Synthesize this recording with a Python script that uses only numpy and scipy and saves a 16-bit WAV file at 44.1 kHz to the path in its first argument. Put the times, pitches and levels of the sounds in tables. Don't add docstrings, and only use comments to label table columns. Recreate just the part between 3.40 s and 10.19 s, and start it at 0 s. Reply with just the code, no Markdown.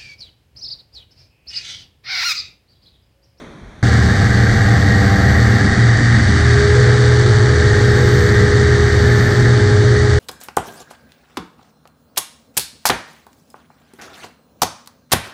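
import sys
import numpy as np
from scipy import signal
from scipy.fft import rfft, irfft, next_fast_len
from scipy.io import wavfile
from scipy.ndimage import uniform_filter1d, minimum_filter1d

SR = 44100
rng = np.random.default_rng(int(sys.argv[2]) if len(sys.argv) > 2 else 0)


def materialize(psi):
    bounded = np.clip(np.atleast_2d(psi).T, -1, 1)
    quanta = np.round(bounded * 32767).astype(np.int16)
    wavfile.write(sys.argv[1], SR, quanta)


N = 299439
TIME = np.arange(N) / SR
BLADES, GEAR_RATIO = 3, 2.58

# t/s, clatter level/dB, hiss level/dB
MACHINE_RIDES = [(0.43, -21.5, -27), (1.63, -22.5, -28), (1.83, -22, -28), (2.8, -22, -26.5),
                 (3.1, -19.5, -25.5), (3.87, -22.5, -26), (5.87, -22, -27), (6.78, -25.5, -27.5)]


def exhaust(crank, crank_hz, boom):
    # cruise level/dB, open-throttle level/dB, rise in the boom/dB
    order_mix = [(-24, -34, 3.5), (-31.5, -35.5, 4), (-56, -59, -0.5), (-35.5, -44.5, 5.5), (-46.5, -50, 2),
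                 (-38, -47.5, 3.5), (-40, -46, 11), (-59, -54.5, 2), (-64, -52, 3.5), (-44.5, -50.5, 3.5),
                 (-42.5, -42.5, 0.5), (-57, -44.5, 1), (-46.5, -48, 8)]
    # t/s, gain/dB
    buzz_ride = [(.43, -3), (1.0, -2), (1.35, 1), (1.9, 1), (2.4, -1), (2.9, 0), (3.5, 3.5)]
    # t/s, gain/dB
    sing_ride = [(0.43, 2.5), (1.7, -1), (2.2, 4.5), (2.5, 1), (2.72, -13), (2.95, -1), (3.2, 4), (3.5, 0),
                 (3.8, 2.5), (4.1, -1), (4.9, -0.5), (5.4, 1.4), (6.03, -3.3), (6.35, 1.5), (6.79, -0.5)]
    buzz_db, = curves(buzz_ride)
    swell_db, = curves(sing_ride)
    open_share = np.clip((crank_hz - 99.4) / 2.6, 0, 1)
    buzz = 0
    for order, (cruise_db, open_db, rise_db) in enumerate(order_mix, 2):
        level_db = cruise_db + open_share * (open_db - cruise_db) + boom * rise_db
        buzz += gain_of(level_db) * tone(order * crank, rough=.15, rate_hz=14)
    pipe = gain_of(-18) * nearness(crank_hz, centre_hz=103.26, width_hz=1.63) + gain_of(-41) * boom
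    sing = pipe * tone(4 * crank, rough=.06, rate_hz=6)
    return gain_of(buzz_db) * buzz + gain_of(swell_db) * sing


def roar(crank, throttle, boom):
    # f/Hz, level/dB
    growl_eq = [(110, -10.5), (168, -2.5), (181, 5.5), (191, -2.5), (205, -4.5), (218, 2.5), (232, -4),
                (252, -11), (275, -3), (305, -8.5), (450, -50)]
    # f/Hz, level/dB
    cruise_eq = [(200, -43), (310, -14), (365, -11), (440, -10), (480, -13), (540, -17), (640, -13),
                 (820, -11), (940, -24), (1400, -46.5), (3000, -80)]
    # f/Hz, level/dB
    open_eq = [(200, -22), (280, -15.5), (310, -14.5), (345, -6.5), (363, -2), (382, -7.5), (440, -8.5),
               (470, -12.5), (488, -5.5), (504, -13), (560, -18.5), (635, -11.5), (700, -22.5),
               (840, -12.5), (920, -25), (1400, -32.5), (3000, -81)]
    # t/s, level/dB
    swell_shape = [(0.43, -17), (1.65, -14.5), (2.0, -21.5), (2.27, -13.5), (2.57, -19.5), (2.85, -14),
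                   (3.25, -23.5), (3.65, -26.5), (4.3, -20.5), (4.65, -20), (5.0, -17), (5.5, -27),
                   (5.85, -17.5), (6.4, -24.5), (6.79, -28)]
    # t/s, gain/dB
    roar_ride = [(.43, 0), (2.0, 1), (2.6, -0.5), (3.4, 0), (5.0, -0.5), (6.0, 0), (6.79, -2)]
    roar_db, = curves(roar_ride)
    swell, = curves(swell_shape)
    swell -= swell.mean()
    puffs = 1 + .24 * np.cos(2 * np.pi * 2 * crank)
    growl = gain_of(-26 + 2 * throttle + 1.21 * swell) * noise(growl_eq, puffs)
    cruise = gain_of(-29.5 + 3 * boom) * noise(cruise_eq, puffs)
    opened = gain_of(-24.5 + .13 * swell) * noise(open_eq, puffs)
    return growl + gain_of(roar_db) * (np.sqrt(1 - throttle) * cruise + np.sqrt(throttle) * opened)


def throb(crank, prop):
    # t/s, shake level/dB, propeller order 2 level/dB, blade-pass level/dB
    low_rides = [(0.46, -20, -22, -9), (0.73, -18, -13, -22.5), (0.82, -12.5, -17, -32),
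                 (0.94, -30, -16, -7.5), (1.27, -18, -26, -18), (1.33, -30, -21.0, -3.5),
                 (1.45, -13, -21, -29), (1.66, -22, -17, -15), (2.14, -20, -19, -10.5),
                 (2.32, -17, -21, -40), (2.41, -25, -18, -6.5), (2.71, -24, -22, -13),
                 (2.98, -18.5, -20, -23), (3.07, -31, -16, -9), (3.22, -16, -13, -19),
                 (3.37, -18, -21, -8.5), (3.73, -24, -17, -14), (3.88, -15, -17.5, -10.5),
                 (4.0, -9, -32, -14), (4.12, -25, -13, -12.5), (4.33, -14, -23, -16.5),
                 (4.57, -25, -19, -10.5), (4.93, -15, -20.5, -19), (5.17, -17, -19, -17.5),
                 (5.32, -29, -18, -12), (5.59, -15, -14.5, -18), (5.71, -24, -24, -13.5),
                 (6.1, -30, -23.5, -11.5), (6.25, -8, -35, -22), (6.46, -12, -22, -12.5),
                 (6.58, -32, -19, -17), (6.73, -20, -15, -13)]
    # f/Hz, level/dB
    rumble_eq = [(15, -31), (28, -27.5), (43, -5), (70, -5), (95, 4.5), (128, 3), (145, -2.5), (170, -18),
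                 (300, -23.5), (900, -82)]
    shake_db, second_db, blade_db = curves(low_rides)
    shake = gain_of(shake_db + .8) * tone(crank, rough=.15, rate_hz=6)
    second = gain_of(second_db + 1.5) * tone(2 * prop, rough=.43, rate_hz=4.4)
    blade = gain_of(blade_db + 1.07) * tone(BLADES * prop, rough=.25, rate_hz=12)
    return shake + second + blade + gain_of(-16) * noise(rumble_eq)


def blade_overtones(prop):
    # t/s, second level/dB, third level/dB, fourth level/dB
    harmonic_rides = [(.43, -25.5, -38, -35.5), (1.5, -42.5, -46, -32.5), (2.0, -26, -41, -49),
                      (3.1, -28.5, -31, -55), (3.4, -40, -40, -25.5), (3.95, -38, -26.5, -33.5),
                      (4.25, -33, -44, -31.5), (4.6, -37, -26, -27), (5.2, -32.5, -37, -32),
                      (5.7, -27, -29, -38), (6.2, -29.5, -32.5, -40), (6.79, -38, -29, -43)]
    return sum(gain_of(level_db) * tone(harmonic * BLADES * prop, rough=.45, rate_hz=11)
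               for harmonic, level_db in enumerate(curves(harmonic_rides), 2))


def casing_clatter(crank, prop):
    # f/Hz, level/dB
    casing_eq = [(500, -63), (950, -15), (1120, -9), (1240, -5.5), (1490, -4.5), (1590, 2.5), (1740, 0),
                 (1860, -4.5), (2100, -6.5), (2280, -13), (2400, -17.5), (2650, -25.5), (4000, -72)]
    level_db, _ = curves(MACHINE_RIDES)
    firing_db = .58 * np.cos(2 * np.pi * 2 * crank) + drift(70)
    chop_db = .67 * np.cos(2 * np.pi * BLADES * prop)
    return gain_of(level_db - 1.37) * noise(casing_eq, gain_of(firing_db + chop_db))


def metal_ring(crank, crank_hz):
    # t/s, f/Hz
    ring_pitch = [(.43, 1825), (1.0, 1890), (1.5, 1870), (2.0, 1875), (2.8, 1860), (3.2, 1850), (3.7, 1850),
                  (4.3, 1784), (5.0, 1870), (5.5, 1840), (5.85, 1800), (6.2, 1790), (6.79, 1880)]
    # t/s, level/dB
    swell_shape = [(0.43, -27), (1.15, -22), (1.3, -21.5), (1.55, -20.5), (1.7, -25.5), (1.87, -20),
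                   (2.07, -21.5), (2.8, -19.5), (3.14, -23.5), (4.05, -26), (4.27, -20.5), (4.55, -24.5),
                   (4.8, -23), (5.0, -20.5), (5.25, -23), (5.55, -24), (5.78, -21.5), (6.11, -22),
                   (6.35, -29), (6.6, -22.5), (6.78, -28)]
    ring_hz, = curves(ring_pitch)
    swell, = curves(swell_shape)
    pitched = 0
    for order in range(17, 22):
        drive = nearness(order * crank_hz, ring_hz, width_hz=130)
        pitched += drive * tone(order * crank, rough=.7, rate_hz=5.4)
    rattle = rng.standard_normal(N)
    for _ in range(3):
        rattle = resonate(rattle, ring_hz, width_hz=286)
    level_db = -28.5 + 1.28 * (swell - swell.mean())
    return gain_of(level_db) * (gain_of(-4) * unit_rms(pitched) + unit_rms(rattle))


def blade_hiss(prop):
    # f/Hz, level/dB
    hiss_eq = [(1500, -36.5), (2650, -14), (2850, -5.5), (3500, -1), (3780, 2.5), (4020, -2.5), (4500, 3.5),
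               (5100, -4.5), (6000, -3), (6900, -8), (8000, -8.5), (8750, -17.5), (9400, -16),
               (10300, -41.5), (11200, -65)]
    _, level_db = curves(MACHINE_RIDES)
    angle = 2 * np.pi * BLADES * prop
    surge_db = 1.64 * np.cos(angle) + .76 * np.cos(2 * angle) + .62 * drift(60)
    return gain_of(level_db - 3) * noise(hiss_eq, gain_of(surge_db))


def whines(crank, throttle):
    # crankshaft order, cruise level/dB, open-throttle level/dB
    whine_mix = [(22, -53, -45), (23, -45, -56), (28, -52, -58), (29, -53, -60), (46, -42, -55)]
    mix = 0
    for order, cruise_db, open_db in whine_mix:
        level_db = cruise_db + throttle * (open_db - cruise_db)
        mix += gain_of(level_db - 3.5) * tone(order * crank, rough=.76, rate_hz=8)
    return mix


def fizz():
    # f/Hz, level/dB
    fizz_eq = [(11600, -40), (12400, 0), (13300, -3.5), (14200, -5), (14700, -31)]
    # t/s, level/dB
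    fizz_ride = [(0.43, -60), (1.9, -52.5), (2.2, -56), (2.35, -98), (4.1, -87), (4.4, -60), (4.8, -50),
                 (5.2, -67), (5.85, -51), (6.1, -62), (6.25, -83)]
    level_db, = curves(fizz_ride)
    return gain_of(level_db) * noise(fizz_eq)


def far_field():
    # f/Hz, level/dB
    drone_eq = [(80, -19), (140, -5), (220, 1.5), (310, -3), (420, -5), (600, -12), (780, -19)]
    # f/Hz, level/dB
    rasp_eq = [(350, -30), (580, -12), (780, -15), (1000, -13), (1900, -16), (2350, -20), (2880, -34),
               (3200, -22), (3700, -22.5), (4400, -29), (5050, -38), (5750, -29), (6600, -32), (7400, -42),
               (8700, -38.5), (10500, -45), (14000, -58)]
    # f/Hz, level/dB
    breeze_eq = [(15, -30), (28, -16), (44, -6), (70, -6), (110, -7), (170, -14), (600, -48)]
    # t/s, drone level/dB, rasp level/dB, breeze level/dB
    field_rides = [(0.0, -34.5, -39.5, -52), (0.07, -37.5, -44.5, -47), (0.22, -43.5, -47.5, -42),
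                   (0.29, -45.5, -46.5, -41.5), (0.4, -49, -47, -42)]
    layers = zip(curves(field_rides), (drone_eq, rasp_eq, breeze_eq))
    return sum(gain_of(level_db) * noise(eq) for level_db, eq in layers)


def tone(turns, rough, rate_hz):
    flutter = 1 + rough * (drift(rate_hz) + 1j * drift(rate_hz))
    carrier = np.exp(2j * np.pi * (turns + rng.random()))
    return unit_rms((flutter * carrier).real)


def noise(eq, pulse=1):
    hz, db = np.transpose(eq)
    size = next_fast_len(N)
    bins = np.fft.rfftfreq(size, 1 / SR)
    skirt = np.maximum(bins / hz[-1], 1) ** -4
    gain = skirt * gain_of(np.interp(np.log(bins + 1), np.log(hz), db))
    spectrum = rfft(pulse * rng.standard_normal(N), size)
    return unit_rms(irfft(spectrum * gain, size)[:N])


def drift(rate_hz):
    white = rng.standard_normal(8192)
    bins = np.fft.rfftfreq(len(white), TIME[-1] / len(white))
    slow = irfft(rfft(white) / (1 + (bins / rate_hz) ** 2))
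    return unit_rms(np.interp(TIME, np.linspace(0, TIME[-1], len(slow)), slow))


def resonate(x, hz, width_hz):
    turn = np.exp(2j * np.pi * np.cumsum(hz) / SR)
    pole = np.exp(-np.pi * width_hz / SR)
    return 2 * (turn * signal.lfilter([1 - pole], [1, -pole], x / turn)).real


def nearness(hz, centre_hz, width_hz):
    return 1 / (1 + ((hz - centre_hz) / width_hz) ** 2)


def curves(rows):
    times, *columns = np.transpose(rows)
    return [np.interp(TIME, times, column) for column in columns]


def gain_of(db):
    return 10 ** (np.asarray(db) / 20)


def unit_rms(x):
    return x / np.sqrt(np.mean(x ** 2) + 1e-20)


def scene():
    # t/s, f/Hz
    engine_speed = [(.43, 98.7), (.72, 99), (1.45, 98.8), (1.78, 98.3), (2.15, 99.5), (2.45, 99.85),
                    (2.8, 101), (3.05, 101.5), (3.42, 104.1), (3.85, 104.5), (4.25, 103.8), (5, 103.25),
                    (5.5, 102.7), (5.78, 103.15), (5.97, 103), (6.3, 103.6), (6.79, 103.55)]
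    crank_hz, = curves(engine_speed)
    crank = np.cumsum(crank_hz * (1 + .00076 * drift(4.9))) / SR
    prop = crank / GEAR_RATIO
    throttle = np.clip((crank_hz - 101.7) / 1.6, 0, 1)
    boom = nearness(crank_hz, centre_hz=98.01, width_hz=.9)
    engine = exhaust(crank, crank_hz, boom) + roar(crank, throttle, boom)
    mechanics = casing_clatter(crank, prop) + metal_ring(crank, crank_hz) + whines(crank, throttle)
    propeller = blade_overtones(prop) + blade_hiss(prop)
    top_end = fizz()
    field = far_field()
    seat = engine + mechanics + propeller + top_end + throb(crank, prop)
    aboard = np.clip((TIME - .4275) / .001, 0, 1)
    return ((1 - aboard) * field + aboard * seat)[None]


def record(dry):
    bass_hz, threshold_db, squeeze = 169, -12.5, .81
    ceiling, top_hz = .92, 15250
    bass = signal.sosfiltfilt(signal.butter(2, bass_hz, fs=SR, output="sos"), dry)
    power = uniform_filter1d(uniform_filter1d(bass ** 2, size=900), size=600)
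    over_db = np.maximum(10 * np.log10(abs(power) + 1e-12) - threshold_db, 0)
    steady = dry + bass * (gain_of(-squeeze * over_db) - 1)
    safe_gain = np.minimum(1, ceiling / (abs(steady) + 1e-9))
    limited = steady * uniform_filter1d(minimum_filter1d(safe_gain, size=400), size=400)
    low_pass = signal.firwin(511, top_hz, window=("kaiser", 9), fs=SR)
    fade_out = np.clip((TIME[-1] - TIME) / .003, 0, 1)
    return signal.oaconvolve(limited * fade_out, low_pass[None], "same")


dry = scene()
out = record(dry)
materialize(out)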